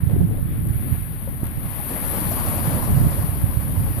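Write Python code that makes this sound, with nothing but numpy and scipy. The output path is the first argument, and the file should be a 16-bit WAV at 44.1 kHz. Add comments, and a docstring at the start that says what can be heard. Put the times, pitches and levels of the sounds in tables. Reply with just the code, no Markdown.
"""A small wave rolls through icy, slushy water and breaks on a snowy beach as another draws near.
The breaker churns with ringing bubbles; slush, spray and foam fizz above it, sharpest on the left.
Air pockets gulp and slap between the waves, over the faint wash of the open sea.
Wind rumbles separately in the two microphone ports; eddies thump on them and gusts rattle."""
import sys
import numpy as np
from scipy import signal
from scipy.fft import rfft, irfft
from scipy.io import wavfile
from scipy.ndimage import uniform_filter1d

SR = 44100
rng = np.random.default_rng(int(sys.argv[2]) if len(sys.argv) > 2 else 0)


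def output_pcm(signal):
    """Save a mono or channel-first signal as 16-bit PCM at the path in sys.argv[1].

    Samples are clipped to [-1, 1] before scaling.
    """
    pcm = np.clip(np.atleast_2d(signal).T, -1, 1) * 32767
    wavfile.write(sys.argv[1], SR, np.round(pcm).astype(np.int16))


N = 176400

# wave envelope: t/s, wash level/dB, fizz level/dB
WAVE_LEVELS = [(0, -46.5, -40), (.25, -69, -40.5), (.52, -54, -39.5), (.9, -49.5, -33), (1.2, -47, -37.5),
               (1.52, -44.5, -37), (1.8, -38, -30), (2.12, -30.5, -26), (2.45, -30, -26.5),
               (2.72, -29.5, -28), (3.05, -32.5, -31.5), (3.16, -32, -30.5), (3.45, -39, -32.5),
               (3.85, -36, -33.5), (4, -34.5, -30.5)]
WIND_PATCH_DB, WIND_FLICKER_DB = 1.83, 1.0


def amp(db):
    """dB to gain."""
    return 10 ** (np.asarray(db) / 20)


def unit(x):
    """Scale to rms 1."""
    return x / np.sqrt(np.mean(x ** 2) + 1e-20)


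def over_time(table):
    """Columns of a time table at every sample."""
    times_s, *columns = np.transpose(table)
    return np.array([np.interp(np.arange(N) / SR, times_s, c) for c in columns])


def over_hz(table):
    """Columns of a frequency table at every FFT bin, log axis."""
    knots_hz, *columns = np.transpose(table)
    bins_hz = np.fft.rfftfreq(N, 1 / SR)
    return np.array([np.interp(np.log(bins_hz + 1), np.log(knots_hz), c) for c in columns])


def add(mix, start_s, sound):
    """Mix a sound in at start_s."""
    part = mix[max(round(start_s * SR), 0):][:len(sound)]
    part += sound[:len(part)]


def colour(x, spectrum):
    """Filter each channel by its spectrum."""
    return irfft(rfft(x) * amp(over_hz(spectrum)), N)


def at_ports(pair):
    """Blend two unrelated signals into what two close ports hear."""
    # port likeness: f/Hz, coherence/0-1, left lead/rad
    likeness = [(120, 0.65, 0.18), (298, 0.95, 0.24), (550, 0.87, 0.94), (1010, 0.39, 0.74),
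                (1430, 0.37, 3.8), (1790, 0.5, 1.06), (2420, 0, 4.7), (2880, 0, 6.5), (4550, 0.52, 4.67)]
    coherence, lead_rad = over_hz(likeness)
    left, other = rfft(pair)
    right = (coherence * left + np.sqrt(1 - coherence ** 2) * other) * np.exp(-1j * lead_rad)
    return irfft(np.array([left, right]), N)


def restless(patch_db, flicker_db, fft_size, span_frames, span_bins):
    """Two white noises sharing time-frequency patches and a broadband flicker."""
    hop = fft_size // 4
    frames = N // hop + 5
    a, b, c, d, patches = rng.standard_normal((5, frames, fft_size // 2 + 1))
    patches = unit(uniform_filter1d(uniform_filter1d(patches, span_frames, 0), span_bins, 1))
    flicker = unit(uniform_filter1d(rng.standard_normal(frames), span_frames))[:, None]
    spectra = np.array([a + 1j * b, c + 1j * d]) * amp(patch_db * patches + flicker_db * flicker)
    _, noise = signal.istft(spectra.swapaxes(1, 2), nperseg=fft_size, noverlap=fft_size - hop)
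    return unit(noise[:, :N])


def clicks(per_s, spread_db):
    """Random clicks, most small, a few large."""
    size = np.minimum(rng.exponential(1, N), 4.5)
    return (rng.random(N) < per_s / SR) * amp(spread_db * size) * rng.choice([-1, 1], N)


def bubble(hz, decay_s, rise=0.16):
    """A bubble rings, its pitch rising as it nears the surface."""
    age = np.arange(0, 6, 1 / (decay_s * SR))  # in decay times
    cycles = hz * decay_s * (age + rise * age ** 2 / 10)
    return np.sin(2 * np.pi * cycles) * np.exp(-age) * (1 - np.exp(-10 * age))


def breaker(bubbles_per_s=750, near_db=-14, low_hz=335.7, high_hz=3160, pitches=32, decay_cycles=5.6):
    """Churning water: near bubbles ring out of a blur of far ones."""
    # wash spectrum: f/Hz, left/dB, right/dB
    spectrum = [(120, 1, -1), (222, 2, 4.5), (310, -0.5, 2.5), (420, -6.5, -6.5), (574, 1, -1.5),
                (740, -3, -7), (1105, -4.5, -3.5), (1450, -11.5, -11.5), (1950, -15.5, -15.5),
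                (3070, -19, -40), (4540, -25.5, -19.5), (5550, -32, -24.5), (7200, -27, -32),
                (10100, -20, -51)]
    near = np.zeros((2, N))
    for k, hz in enumerate(np.geomspace(low_hz, high_hz, pitches)):
        births = clicks(bubbles_per_s / pitches, spread_db=0.5)
        near[k % 2] += hz * signal.oaconvolve(births, bubble(hz, decay_cycles / hz))[:N]
    far = restless(patch_db=1.95, flicker_db=1.08, fft_size=512, span_frames=10, span_bins=5)
    water = unit(colour(at_ports(far), spectrum))
    water += amp(near_db) * unit(colour(at_ports(near), spectrum))
    return unit(water) * amp(over_time(WAVE_LEVELS)[0])


def slush(pops_per_s=2000, pops_db=-5.5, spill_gain_db=8.5, tick_decay_s=0.0012):
    """Ice crystals rub and foam bursts: hiss and tiny pops, swelling with each spill; ice chips tick."""
    # ice chips knocking together: t/s, level/dB
    ticks = [(1.4408, -26), (1.444, -28), (1.4553, -25), (1.4663, -29), (1.47, -26)]
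    # fizz spectrum: f/Hz, left/dB, right/dB
    spectrum = [(600, -38, -30.5), (1060, -12, -15.5), (1610, -11.5, -13), (2070, -11, -18),
                (3110, -17, -22), (4600, -22, -28.5), (5100, -44, -36), (7930, -45, -44), (8190, -19, -55),
                (9740, -4.5, -34), (10490, 2, -27.5), (11840, 1.5, -24.5), (13960, -5.5, -19),
                (13700, -11, -18)]
    pops = unit(np.array([clicks(pops_per_s, spread_db=3) for _ in range(2)]))
    hiss = restless(patch_db=1.17, flicker_db=0, fft_size=256, span_frames=14, span_bins=8)
    power = amp(over_time(WAVE_LEVELS)[1]) ** 2 + amp(spill_gain_db) ** 2 * spill_power()
    t = np.arange(SR // 20) / SR
    for start_s, db in ticks:
        add(power, start_s, (amp(db) * np.exp(-t / tick_decay_s)) ** 2)
    return unit(colour(hiss + amp(pops_db) * pops, spectrum)) * np.sqrt(power)


def sea(level_db=-49):
    """Far ripples blur into a soft, steady wash."""
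    # open-sea spectrum: f/Hz, left/dB, right/dB
    spectrum = [(150, 1, -5), (400, -1, -2), (650, 1.5, -1.5), (1200, -13, -10), (1650, -2.5, -6),
                (2130, -2.5, -7), (2800, -10, -18), (3770, -11.5, -14.5), (4970, -35, -24),
                (15000, -62, -58)]
    ripples = restless(patch_db=1.5, flicker_db=2.5, fft_size=512, span_frames=24, span_bins=8)
    return amp(level_db) * unit(colour(at_ports(ripples), spectrum))


def wind():
    """Lumpy turbulence, unrelated between the ports."""
    # wind pressure: t/s, left/dB, right/dB
    levels = [(0, -27.5, -24.5), (.2, -23, -16.5), (.32, -22, -21), (.52, -22.5, -22.5), (.72, -24.5, -19),
              (.83, -25, -28), (.93, -25, -20), (1.02, -30, -27), (1.19, -31, -29), (1.4, -25.5, -28.5),
              (1.64, -27.5, -24), (1.75, -29.5, -29), (2.05, -29, -27), (2.3, -25, -22.5),
              (2.6, -26.5, -24), (2.76, -22, -18), (2.84, -27.5, -21), (3.02, -20, -17), (3.13, -24, -21),
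              (3.4, -24.5, -21), (3.68, -27, -23.5), (3.88, -21.5, -21.5), (4, -30, -21.5)]
    # rumble spectrum: f/Hz, left/dB, right/dB
    spectrum = [(10, -25, -17), (25, -9.5, -7.5), (45, 0.5, -5), (73.6, -2.5, 2.5), (125, -1.5, 1),
                (168, -5, -6.5), (257, -11, -13.5), (397, -24.5, -28), (670, -34, -37), (1500, -40, -48),
                (5000, -95, -95)]
    air = np.array([restless(WIND_PATCH_DB, WIND_FLICKER_DB, fft_size=1024, span_frames=6, span_bins=5)[0]
                    for _ in range(2)])
    return np.array([unit(port) for port in colour(air, spectrum)]) * amp(over_time(levels))


def eddies():
    """Each eddy shakes one port for a few swings at most."""
    # thumps: t/s, port (0 left, 1 right), f/Hz, peak/dB, half-length/s
    thumps = [(.037, 1, 107.4, -4.5, 0.0048), (.075, 1, 112, -7.5, 0.0046), (0.137, 1, 135, -4, 0.0037),
              (0.148, 0, 134, -16, 0.0028), (.164, 1, 130, -13.5, 0.005), (.167, 0, 290, -11, 0.0018),
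              (0.19, 0, 91.5, -10, 0.0042), (0.212, 1, 110, -2, 0.0039), (.232, 1, 162, -6, 0.0032),
              (.249, 1, 162, -7.5, 0.0064), (.296, 1, 103, -11, .005), (0.325, 0, 132, -11, .003),
              (.429, 1, 110, -6.5, 0.0022), (.458, 1, 112, -8.5, .0033), (0.517, 0, 117, -17.5, 0.0047),
              (0.595, 1, 108, -13, .004), (0.703, 1, 98, -7.5, 0.0071), (.761, 1, 102, -8.5, 0.0058),
              (0.922, 1, 116, -12, 0.0092), (1.4328, 1, 125, -8.5, 0.0016), (2.68, 1, 120.5, -7, 0.0048),
              (2.886, 0, 122, -13, 0.0033), (2.906, 0, 132, -8, .003), (2.929, 0, 96, -5, 0.0033),
              (2.943, 1, 132.5, -11, 0.014), (2.976, 1, 110, -5, 0.0036), (3.01, 1, 108, -6, 0.0058),
              (3.037, 1, 99, -5.5, 0.0034), (3.054, 0, 120, -13, 0.008), (3.055, 1, 125, -8, 0.0031),
              (3.069, 1, 124, -2, 0.0026), (3.245, 0, 140, -9.5, 0.0039), (3.296, 1, 95, -9, 0.0046),
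              (3.443, 1, 94, -2.5, 0.0043), (3.495, 0, 88, -12.5, 0.0045), (3.574, 1, 93, -6, 0.0039),
              (3.788, 1, 85, -9, 0.0099)]
    out = np.zeros((2, N))
    for (centre_s, port, hz, db, half_s), phase in zip(thumps, rng.random(len(thumps))):
        t = np.arange(N) / SR - centre_s
        near = abs(t) < 10 * half_s
        envelope = amp(db) * np.exp(-0.5 * (t[near] / half_s) ** 2)
        out[round(port), near] += envelope * np.cos(2 * np.pi * (hz * t[near] + phase))
    return out


def gusts():
    """Short, fast gusts tear at the port edges and rattle above the rumble."""
    # gust peaks: t/s, half-length/s, left/dB, right/dB
    peaks = [(0.117, .025, -26.5, -43), (0.202, 0.034, -28, -34), (0.333, 0.036, -30.5, -39),
             (0.868, 0.014, -40, -27), (2.898, 0.028, -27, -40), (3.042, .04, -36, -39)]
    # rattle spectrum: f/Hz, left/dB, right/dB
    spectrum = [(100, 0.5, -37), (209, 3.5, 2), (348, -0.5, 4.5), (540, -11, -18), (780, -12, -22),
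                (1390, -46, -37), (4000, -68, -63)]
    t = np.arange(N) / SR
    force = sum(amp([[left_db], [right_db]]) * np.exp(-0.5 * ((t - centre_s) / half_s) ** 2)
                for centre_s, half_s, left_db, right_db in peaks)
    air = restless(WIND_PATCH_DB, WIND_FLICKER_DB, fft_size=512, span_frames=5, span_bins=6)
    return force * unit(colour(air, spectrum))


def gulps(band_ratio=1.7):
    """Air pockets close in the water: a large bubble with a splash around its pitch."""
    # gulps and slaps: t/s, f/Hz, level/dB, decay/s, splash share/0-1
    pockets = [(0.0967, 680, -25.5, 0.0031, 0.64), (0.115, 473, -31, 0.01, 0.2),
               (.157, 419, -23, 0.0084, 0.36), (.309, 440, -26.5, 0.0083, 0.25),
               (.381, 560, -29, 0.011, 0.25), (1.274, 535, -25, 0.011, 0.2),
               (1.429, 310, -23.5, 0.0063, 0.54), (1.441, 880, -31, 0.01, 0.5),
               (1.797, 795, -27, 0.012, 0.2), (1.911, 252, -23.5, 0.008, 0.22),
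               (2.215, 287, -24, 0.013, 0.02), (2.825, 997, -21, 0.012, 0.33)]
    out = np.zeros(N)
    for start_s, hz, db, decay_s, share in pockets:
        ring = bubble(hz, decay_s)
        band = signal.butter(2, [hz / band_ratio, hz * band_ratio], "band", fs=SR)
        splash = unit(signal.lfilter(*band, rng.standard_normal(len(ring))))
        splash *= np.exp(-np.arange(len(ring)) / SR / decay_s)
        add(out, start_s, amp(db) * ((1 - share) * ring + share * splash))
    return at_ports(np.array([out, np.zeros(N)]))


def spill_power(rise_s=0.0039):
    """Power envelope of the spray: each spill rises fast and dies away."""
    # spills on the rocks and off the crest: t/s, level/dB, decay/s
    spills = [(0.107, -44, .025), (1.436, -55, 0.032), (1.63, -46.5, 0.045), (1.755, -47, 0.054),
              (1.86, -59, 0.057)]
    power, t = np.zeros(N), np.arange(SR // 2) / SR
    for start_s, db, decay_s in spills:
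        envelope = amp(db) * np.minimum(t / rise_s, 1) * np.exp(-t / decay_s)
        add(power, start_s, envelope ** 2)
    return power


def spray(drops_per_s=5000):
    """Each spill lands as a dense patter of drops."""
    # patter spectrum: f/Hz, left/dB, right/dB
    spectrum = [(300, -10, -15), (900, 4, 0), (1970, 11, -7), (3000, -6, -12), (4570, -9, -8),
                (6000, -35, -27), (9000, -22, -33), (15000, -27, -44)]
    drops = np.array([clicks(drops_per_s, spread_db=2) for _ in range(2)])
    return unit(colour(drops, spectrum)) * np.sqrt(spill_power())


def foam(start_s=1.64, rise_s=0.48, hold_s=0.61, decay_s=0.49, level_db=-50, per_s=2500, clump_db=4):
    """The crest tumbles into foam: small bubbles burst in clumps."""
    # foam spectrum: f/Hz, left/dB, right/dB
    spectrum = [(800, -25, -25), (2000, 1, -5), (3200, -9, -8), (4500, -1.5, -3), (5500, -6, -13),
                (7700, 3, -15), (10100, -3, -18), (15000, -24, -40)]
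    t = np.arange(N) / SR - start_s
    envelope = np.clip(t / rise_s, 0, 1) * np.exp(-np.maximum(t - rise_s - hold_s, 0) / decay_s)
    clumps = amp(clump_db * unit(uniform_filter1d(rng.standard_normal(N), 700)))  # about 16 ms each
    bursts = clumps * np.array([clicks(per_s, spread_db=3) for _ in range(2)])
    return amp(level_db) * envelope * unit(colour(bursts, spectrum))


def scene():
    """Water in front, wind on the microphone."""
    return sea() + breaker() + foam() + spray() + slush() + gulps() + wind() + gusts() + eddies()


def record(dry, fade_s=0.006, cutoff_hz=14650):
    """Short fades at both ends, then a steep low-pass."""
    t = np.arange(N) / SR
    faded = dry * np.minimum(np.minimum(t, t[::-1]) / fade_s, 1)
    lowpass = signal.firwin(801, cutoff_hz, window=("kaiser", 9), fs=SR)
    return signal.oaconvolve(faded, lowpass[None], "same")


dry = scene()
out = record(dry)
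output_pcm(out)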